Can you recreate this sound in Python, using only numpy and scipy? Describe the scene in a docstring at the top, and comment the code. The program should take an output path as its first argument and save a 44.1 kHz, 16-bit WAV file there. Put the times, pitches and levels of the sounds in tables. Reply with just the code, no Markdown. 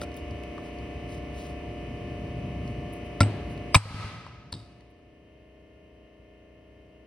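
"""In a workshop, a steel stamp is set on leather over a stone slab; a mallet taps it, then strikes hard.
Each impact excites the damped modes of stamp, mallet and bench, and sliding contact makes friction hiss.
A pump motor hums at harmonics of its shaft rate, and something heavy rumbles by outside.
The strike overloads the phone, whose gain ducks and stays lower while the stamp is put aside
and the phone moves in close."""
import sys
import numpy as np
from scipy import signal
from scipy.fft import rfft, irfft
from scipy.io import wavfile
from scipy.ndimage import uniform_filter1d, minimum_filter1d

SR = 44100
rng = np.random.default_rng(int(sys.argv[2]) if len(sys.argv) > 2 else 0)


def int16_out(signal):
    """Quantize to a 16-bit WAV file."""
    q = np.round(np.clip(np.atleast_2d(signal).T, -1, 1) * 32767)
    wavfile.write(sys.argv[1], SR, q.astype(np.int16))


N = 311346
T = np.arange(N) / SR
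HZ = np.fft.rfftfreq(N, 1 / SR)
MOVE = np.clip((T - 4.75) / (5.4 - 4.75), 0, 1)  # the phone's travel: 0 at first, 1 once close
LOOSE_S = 4.5  # the hand stops pressing the stamp down
HARD_DB = -8  # blows above this flatten the mallet face

# Impacts: stamp set down, aiming tap, strike, bench settling, stamp put aside. Each row: start in
# seconds, bench, mallet, stamp and crack levels in dB, crack pitch in Hz, contact time in ms.
IMPACTS = [ (0.016, -44, -21.5, -38, -29, 1400, 0.86), (0.035, -61, -28.5, -60, -37, 2430, 0.88),
           (0.312, -29, -53, -62, -48, 1000, 3.5), (0.579, -65, -48, -73, -32, 1110, 0.4),
           (3.2056, -50, -21, -20.5, -17, 2100, 0.057), (3.2084, -9, -8.5, -24, -20, 700, 0.25),
           (3.211, -24.5, -23, -22, -18, 3950, 1), (3.2182, -19.5, -32, -36, -24.5, 5200, 0.11),
           (3.2196, -45, -40, -45, -21, 2280, 0.15), (3.2308, -23.5, -49, -35, -23.5, 2620, 0.13),
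           (3.2362, -43, -48, -46, -28, 2000, 0.16), (3.7454, -22.5, 17.5, 10, 3, 2300, 0.056),
           (3.7478, -7, -5.5, 16.5, 20, 4850, 0.08), (3.7502, 2.5, 12.5, 14.5, 15.5, 1010, 0.12),
           (3.7524, -7, -5, -5, 19, 2390, 0.16), (3.755, 14, -17, -19, 2, 6950, 4.3),
           (3.853, -4, -33, -45, -11, 496, 3.4), (3.907, -4, -16, -45, -22, 780, 2.2),
           (3.942, -1.5, -30, -68.5, -22, 484, 3.4), (4.042, -7.5, -40, -46, -29, 508.5, 5.3),
           (4.265, -30.5, -26, -41, -18, 1060, 0.45), (4.523, -25.5, -33, -34, -21.5, 7960, 0.45),
           (4.5264, -20.5, -20, -19, -7.5, 4550, 1.1), (4.528, -32.5, -39.5, -41, -19, 973, 0.88),
           (4.538, -21, -42, -34.5, -16, 3760, 0.15), (4.547, -21, -40, -50, -26, 4470, 0.54),
           (4.553, -17, -53, -53, -39, 3000, 0.35)]
def knocks():
    """Impact excitation: shorter pushes reach higher modes. Returns direct sound, room feed and clunk."""
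    on_bench, tapped, struck, on_stamp, cracks, clicks = np.zeros((6, N))
    for start, bench_db, mallet_db, stamp_db, crack_db, crack_hz, contact_ms in IMPACTS:
        i, n = int(start * SR), int(contact_ms * SR / 1000) + 2
        push = np.sin(np.pi * np.arange(1, n) / n)
        push /= push.sum()
        on_bench[i:i + n - 1] += undb(bench_db) * push
        on_mallet = struck if mallet_db > HARD_DB else tapped
        on_mallet[i:i + n - 1] += undb(mallet_db) * push
        on_stamp[i] += undb(stamp_db)
        cracks[i:i + 1800] += undb(crack_db) * crack(crack_hz)
        # the room receives a clean click, stronger once the hand no longer shields the stamp
        click = steep_band(signal.unit_impulse(900), crack_hz, 0.74 * crack_hz)
        click_db = crack_db - 9 + 0.5 * (start > LOOSE_S)
        clicks[i:i + 900] += undb(click_db) * click / np.linalg.norm(click)
    direct = cracks + bench(on_bench) + sheet_metal(struck) + mallet(tapped, struck) + stamp(on_stamp)
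    mic_low_cut = signal.butter(2, 46.45, "high", fs=SR)
    return signal.lfilter(*mic_low_cut, direct), clicks + 0.72 * on_bench, clunk(struck)


# Stamp modes. Each row: frequency in Hz, held level in dB, held T60 in seconds, free level in dB.
STAMP_MODES = [(1772, -8, .025, -40), (2220, -7, .012, -32), (2866, -9.5, .012, -36),
               (3590, -12, .012, -20), (3770, 1, .016, -14), (4580, -3, .011, -17), (4880, 0, .016, -19),
               (5100, -10, .01, -22), (5900, -13, .01, -40), (7200, -7, .015, -40), (7760, -11, .14, -24),
               (7850, -17, .08, -28), (8250, -16, .03, -30), (9940, -26, .01, -40)]
def stamp(force, free_t60_s=0.41):
    """Contact damping: held steel rings briefly; let go, it rings on, roughened by its rocking."""
    held = ring(force, [(hz, db, t60) for hz, db, t60, _ in STAMP_MODES])
    free = ring(force * (T > LOOSE_S), [(hz, db, free_t60_s) for hz, _, _, db in STAMP_MODES])
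    return held + free * (.3 + walk(300))


# Head and handle modes. Each row: frequency in Hz, tapped and struck levels in dB, T60 in seconds.
MALLET_MODES = [(581, -6, -16, .05), (711, -12, 3, .016), (850, -9, -3, .012), (1060, -4, 7, .016),
                (1365, -1, -5, .045), (2094, -4, -4, .02), (2370, -8, 7, .009), (2900, -14, 1, .007)]
def mallet(tapped, struck):
    """Nonlinear contact: a flattened face weights the same modes differently from a light tap."""
    soft = ring(tapped, [(hz, db, t60) for hz, db, _, t60 in MALLET_MODES])
    hard = ring(struck, [(hz, db, t60) for hz, _, db, t60 in MALLET_MODES], sign=-1)
    return soft + hard


# Bench and slab modes. Each row: frequency in Hz, level in dB, T60 in seconds.
BENCH_MODES = [(104.3, -2.5, 0.3368), (150.5, -0.5, 0.07), (215.6, -4.5, 0.062), (272, -10.5, 0.15)]
def bench(force):
    """Free vibration: the low modes of bench and slab decay as a thud."""
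    return ring(force, BENCH_MODES)


def crack(hz):
    """A brief transient has a broad spectrum: a snap of noise round hz, then a wider, gritty tail."""
    burst = rng.standard_normal(900) * np.exp(-T[:900] / .0016)
    snap = steep_band(burst, hz, 0.23 * hz)
    grit_hz = min(3200, 2 * hz)
    grit = steep_band(rng.standard_normal(1800), grit_hz, 1.8 * grit_hz)
    out = undb(-11) * grit * np.exp(-T[:1800] / .004)
    out[:900] += snap / np.abs(snap).max()
    return out


# Partials of the strike's low clunk. Each row: frequency in Hz, level in dB, T60 in seconds.
CLUNK_PARTIALS = [(190.9, -14, 0.044), (400, -9, 0.012), (690, -3.5, 0.027)]
def clunk(struck):
    """Antiphase: the hard strike's brief low clunk is opposite in left and right, which widens it."""
    side = ring(struck, CLUNK_PARTIALS)
    return np.array([side, -side])


# Sheet metal modes. Each row: frequency in Hz, level in dB, T60 in seconds.
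SHEET_MODES = [(1255, -41, 1.5), (1283, -41, 1.5), (1300.6, -37.5, 1.3), (1345, -33, .4)]
def sheet_metal(struck):
    """Sympathetic vibration: nearby sheet metal rings with a hard blow, its level wavering."""
    return ring(struck, SHEET_MODES) * undb(2 * walk(25))


# Small dry ticks. Each row: start in seconds, peak level in dB, pitch in Hz.
DRY_TICKS = [(0.016, -40, 10500), (0.034, -42, 10500), (0.1176, -47, 4040), (0.142, -44, 5750),
             (0.166, -41, 10700), (0.167, -36, 14500), (0.174, -50, 9500), (0.173, -41, 3200),
             (0.309, -46, 5000), (0.4353, -37.5, 2560), (0.436, -52, 9500), (0.7861, -47, 4540),
             (2.677, -43.5, 4800), (2.9274, -47, 10000), (2.9355, -40.5, 10800), (3.577, -47, 3870),
             (4.785, -56, 10100), (4.808, -41, 4850), (4.807, -36, 1997), (4.902, -52.5, 11150),
             (4.912, -46, 11200), (4.992, -54.5, 9000)]
def ticks(decay_s=0.0027):
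    """Exponential decay: narrow-band noise that dies within milliseconds is heard as a tick."""
    out = np.zeros(N)
    for start, db, hz in DRY_TICKS:
        i = int(start * SR)
        burst = band(rng.standard_normal(600), hz, 0.21 * hz) * np.exp(-T[:600] / decay_s)
        out[i:i + 600] += undb(db) * burst / np.abs(burst).max()
    return out


# Slides. Each row: midpoint and length in seconds, level in dB, relative level of the upper band in dB.
SLIDES = [(0.027, 0.048, -48, -18), (0.176, 0.085, -62, -12), (0.662, 0.09, -62, -18),
          (1.138, 0.13, -57, -11), (1.433, 0.22, -54.5, -23), (2.684, 0.14, -66, -19),
          (2.952, 0.075, -76, 9), (3.062, .04, -70, 1), (3.515, 0.1, -64.5, -6)]
def rubs():
    """Sliding friction: skin and steel on leather make a grainy two-band hiss that swells and fades."""
    low, high = np.zeros((2, N))
    for middle, length, db, treble_db in SLIDES:
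        swell = undb(db) * np.cos(np.pi * np.clip((T - middle) / length, -.5, .5))
        low += swell
        high += swell * undb(treble_db)
    grain = rng.standard_normal((2, N)) * undb(1.4 * walk(120))
    return low * level(band(grain[0], 3600, 4100), 0) + high * level(band(grain[1], 10500, 4300), 0)


# Hum, harmonics 6 to 24. Each row: level in dB before the phone moves, level in dB after.
HUM_LEVELS = [(-54.5, -56), (-64.5, -53), (-54, -56), (-52, -52.5), (-51, -51.5), (-52, -48.5), (-52, -57),
              (-59.5, -57), (-52.5, -48), (-55.5, -56.5), (-54, -55), (-67.5, -55), (-67.5, -70),
              (-57.5, -53.5), (-51, -63.5), (-53.5, -47.5), (-73.5, -54.5), (-65.5, -74), (-49.5, -56)]
# Prominent higher harmonics. Each entry: a multiple of the shaft rate.
WHINE_HARMONICS = (32, 36, 40, 48, 55, 56, 59, 60, 61, 63, 64, 67, 69, 71, 72, 73, 75, 77, 83, 84, 87, 96,
                   99, 100, 104, 106)
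# Their strengths. Each row: level in dB before the phone moves, level in dB after.
WHINE_LEVELS = [(-70, -66.5), (-64.5, -63.5), (-76, -69.5), (-77, -70), (-83, -82), (-83.5, -79),
                (-69.5, -71.5), (-62.5, -60), (-80, -76), (-77.5, -74), (-78, -67), (-68, -73),
                (-64.5, -71), (-76.5, -62.5), (-70.5, -67), (-66.5, -63), (-65, -91), (-66.5, -79),
                (-66.5, -84), (-70, -65.5), (-62, -75), (-64, -60.5), (-63.5, -78), (-77, -67),
                (-74.5, -71), (-71.5, -65)]
# Envelope of all other harmonics. Each row: frequency in Hz, mean level in dB.
WHIRR_SPECTRUM = [(30, -70), (150, -70.5), (750, -73), (1200, -73.5), (1600, -94), (1900, -77),
                  (2300, -74.5), (3100, -73.5), (3250, -95.5), (4200, -100.5)]
def motor(shaft_hz=29.494):
    """Rotation gives a harmonic series; standing waves give each harmonic its own level and phase."""
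    prominent = dict(enumerate(HUM_LEVELS, start=6))
    prominent.update(zip(WHINE_HARMONICS, WHINE_LEVELS))
    out = np.zeros((2, N))
    steps = np.arange(0, T[-1] + .1, .02)
    travel = np.interp(steps, T, MOVE)
    for order in range(1, 125):
        hz = order * shaft_hz
        scatter_db = 3 * rng.standard_normal(2)
        phase, pan, skew = rng.standard_normal(3)
        before_db, after_db = prominent.get(order, colour(hz, WHIRR_SPECTRUM) + scatter_db)
        flutter_db = 1.8 * (1 + hz / 4000) * uniform_filter1d(rng.standard_normal(len(steps)), size=2)
        db = before_db + (after_db - before_db) * travel + flutter_db
        amplitude = np.sqrt(2) * np.interp(T, steps, undb(db))
        spread = min(hz / 2300, 1.1)  # shorter waves differ more between the ports
        for channel, sign in enumerate((1, -1)):
            angle = 2 * np.pi * hz * T + 10 * phase + sign * 0.515 * spread * skew
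            out[channel] += amplitude * undb(sign * 2 * spread * pan) * np.sin(angle)
    return out


# Air and motor noise: in phase at the ports before and after the move, and in antiphase throughout.
# Each row: frequency in Hz, relative spectral density in dB.
AIR_FAR = [(15, -48), (25, -32), (59, 7), (200, -6), (354, -7.5), (516, -28.5), (607, -15.5), (863, -22),
           (1560, -27.5), (1740, -24.5), (2910, -29), (6210, -39), (7310, -65), (8590, -42), (16000, -61)]
AIR_NEAR = [(15, -65.5), (25, -22), (53, 6.5), (141, 5.5), (326, -13.5), (373, -18), (405, -14), (531, -14),
            (624, -20), (754, -20.5), (1040, -23), (1520, -21.5), (1800, -18.5), (2840, -23), (3430, -26),
            (6200, -33.5), (7300, -53), (8600, -38), (16000, -48)]
AIR_SIDE = [(15, -39), (25, -13.5), (84, -34), (354, 6), (439, -6.5), (516, 4.5), (1610, -23), (2610, -2.5),
            (3620, -23.5), (7510, -25), (16000, -51)]
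def air():
    """Independent noises add in power: one spectrum fades into another as the phone moves."""
    def noise(spectrum, db):
        shaped = irfft(rfft(rng.standard_normal(N)) * undb(colour(HZ, spectrum)), N)
        return level(shaped, db) * undb(0.32 * walk(2))
    mid = np.sqrt(1 - MOVE) * noise(AIR_FAR, -43.5) + np.sqrt(MOVE) * noise(AIR_NEAR, -45.5)
    side = noise(AIR_SIDE, -52)
    return np.array([mid + side, mid - side])


def drone():
    """Random modulation: a low tone wavers in pitch and level."""
    hz = 63 + 3 * walk(5.3)
    return level(np.sin(2 * np.pi * np.cumsum(hz) / SR), -45) * undb(0.97 * walk(8.9))


# Swell of the rumble outside. Each row: time in seconds, level of the lower band in dB.
RUMBLE_SWELL = [(0.8, -49.5), (1.65, -46), (2.02, -41), (2.3, -38.5), (2.61, -33), (3.05, -46), (3.32, -40),
                (3.7, -44.5)]
def rumble():
    """Amplitude modulation: two low bands of noise rise and fall as something heavy passes."""
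    low = level(steep_band(rng.standard_normal(N), 115, 103), 0)
    high = level(steep_band(rng.standard_normal(N), 230, 100), -10)
    swell_db = np.interp(T, *np.transpose(RUMBLE_SWELL), left=-70, right=-70)
    return undb(swell_db + 0.75 * walk(8.73)) * (low + high)


# Workshop reverberation. Each row: centre and bandwidth in Hz, level in dB, T60 in seconds.
ROOM_BANDS = [(97, 50, -32, 3.3), (195, 130, -28, 2.3), (380, 310, -24.5, 1), (770.3, 1400, -32, 0.52),
              (1540, 1570, -36, 1.44), (3168, 2900, -40, 1.35), (4440, 1600, -40, 0.83),
              (10100, 4000, -33, .8)]
def reverberation(x):
    """Diffuse field: convolution with decaying noise, more alike at the two ports in the bass."""
    t, response = T[:2 * SR], 0
    for hz, width_hz, db, t60 in ROOM_BANDS:
        mid = level(steep_band(rng.standard_normal(len(t)), hz, width_hz), db)
        side = level(steep_band(rng.standard_normal(len(t)), hz, width_hz), db)
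        side *= min(0.09 + hz / 4300, 1.2)
        fade = undb(-60 * t / t60) * (1 - np.exp(-t / 0.0026))
        response = response + fade * np.array([mid + side, mid - side])
    return signal.fftconvolve(x[None], response, axes=1)[:, :N]


# Phase between the ports. Each row: frequency in Hz, lead of the left port in radians.
PORT_PHASE = [(0, 0), (2400, .7), (5000, .3), (6500, 2.8), (8300, 3.7), (9400, 6.0), (11600, 6.6),
              (12400, 9.3), (14400, 9.5), (15600, 12.3)]
# Capsule response. Each row: frequency in Hz, gain in dB.
CAPSULE_GAIN = [(5000, -1), (6300, 0.5), (7300, 0), (8300, 2.5), (11000, -1.5), (12500, -4), (14500, -2),
                (15500, -0.5)]
def ports(x):
    """Transfer function: sound reaches the two microphone ports out of step; the capsules colour it."""
    turn = np.exp(.5j * np.interp(HZ, *np.transpose(PORT_PHASE)))
    return irfft(rfft(x) * np.array([turn, turn.conj()]) * undb(colour(HZ, CAPSULE_GAIN)), N)


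def ring(force, modes, sign=1):
    """Modal superposition: a force rings damped sines; with sign -1 neighbours start in opposition."""
    out = 0
    for k, (hz, db, t60) in enumerate(modes):
        pole = np.exp(2j * np.pi * hz / SR - np.log(1000) / (t60 * SR))
        out = out - sign ** k * undb(db) * signal.lfilter([1], [1, -pole], force).imag
    return out


def band(x, hz, width_hz):
    """Resonance: a band-pass with unit gain at its centre."""
    return signal.lfilter(*signal.iirpeak(min(hz, .45 * SR), hz / width_hz, SR), x)


def steep_band(x, hz, width_hz):
    """Two resonators in cascade give steeper skirts."""
    return band(band(x, hz, width_hz), hz, width_hz)


def walk(rate_hz):
    """Low-pass noise: random steps smoothed twice, with a spread near 1."""
    hold = int(SR / rate_hz)
    steps = np.repeat(rng.standard_normal(N // hold + 1), hold)
    return 1.3 * uniform_filter1d(uniform_filter1d(steps, hold), hold)[:N]


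def colour(hz, spectrum):
    """Spectral envelope in dB, interpolated over log frequency."""
    points_hz, db = np.transpose(spectrum)
    return np.interp(np.log(np.maximum(hz, 1)), np.log(points_hz), db)


def undb(db):
    """Decibels as an amplitude ratio."""
    return 10 ** (np.asarray(db) / 20)


def level(x, db):
    """Normalisation to an RMS level in dB."""
    return x * undb(db) / np.sqrt(np.mean(x ** 2))


def release(db, db_per_s):
    """Peak detection: follows rises at once and falls at a steady rate."""
    return np.maximum.accumulate(db + db_per_s * T) - db_per_s * T


def scene():
    """Superposition: handwork and background add, leaning further left as the phone moves."""
    direct, room_feed, wide_clunk = knocks()
    background = motor() + air() + drone() + rumble()
    handwork = ports(direct + rubs() + ticks() + reverberation(room_feed)) + wide_clunk
    lean_db = 0.6 + 0.7 * MOVE  # left minus right
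    return (handwork + background) * undb([lean_db / 2, -lean_db / 2])


def record(dry):
    """Automatic gain control: peaks are limited, overload ducks the gain; soft clip and low-pass follow."""
    ceiling_db, overload_db, duck_db, step_db = 3, 8, 37.5, 16.5
    lag_s, duck_s, clip, top_hz = .009, 0.018, .88, 15800
    peak_db = 20 * np.log10(np.abs(dry).max(axis=0) + 1e-9)
    excess_db = np.maximum(peak_db - ceiling_db, 0)
    look_ahead = -minimum_filter1d(-excess_db, size=177)
    limit = uniform_filter1d(release(look_ahead, db_per_s=890), size=88)
    tripped = np.roll(excess_db > overload_db, int(lag_s * SR))
    # the deep duck recovers quickly, but only to a lower gain that creeps back
    target = np.maximum(release(duck_db * tripped, 84.5), release(step_db * tripped, 0.32))
    slew = 1 / (duck_s * SR)
    duck = signal.lfilter([slew], [1, slew - 1], target)
    rounded = clip * np.tanh(dry * undb(-np.maximum(limit, duck)) / clip)
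    return signal.sosfilt(signal.ellip(10, .2, 80, top_hz, fs=SR, output="sos"), rounded)


dry = scene()
out = record(dry)
int16_out(out)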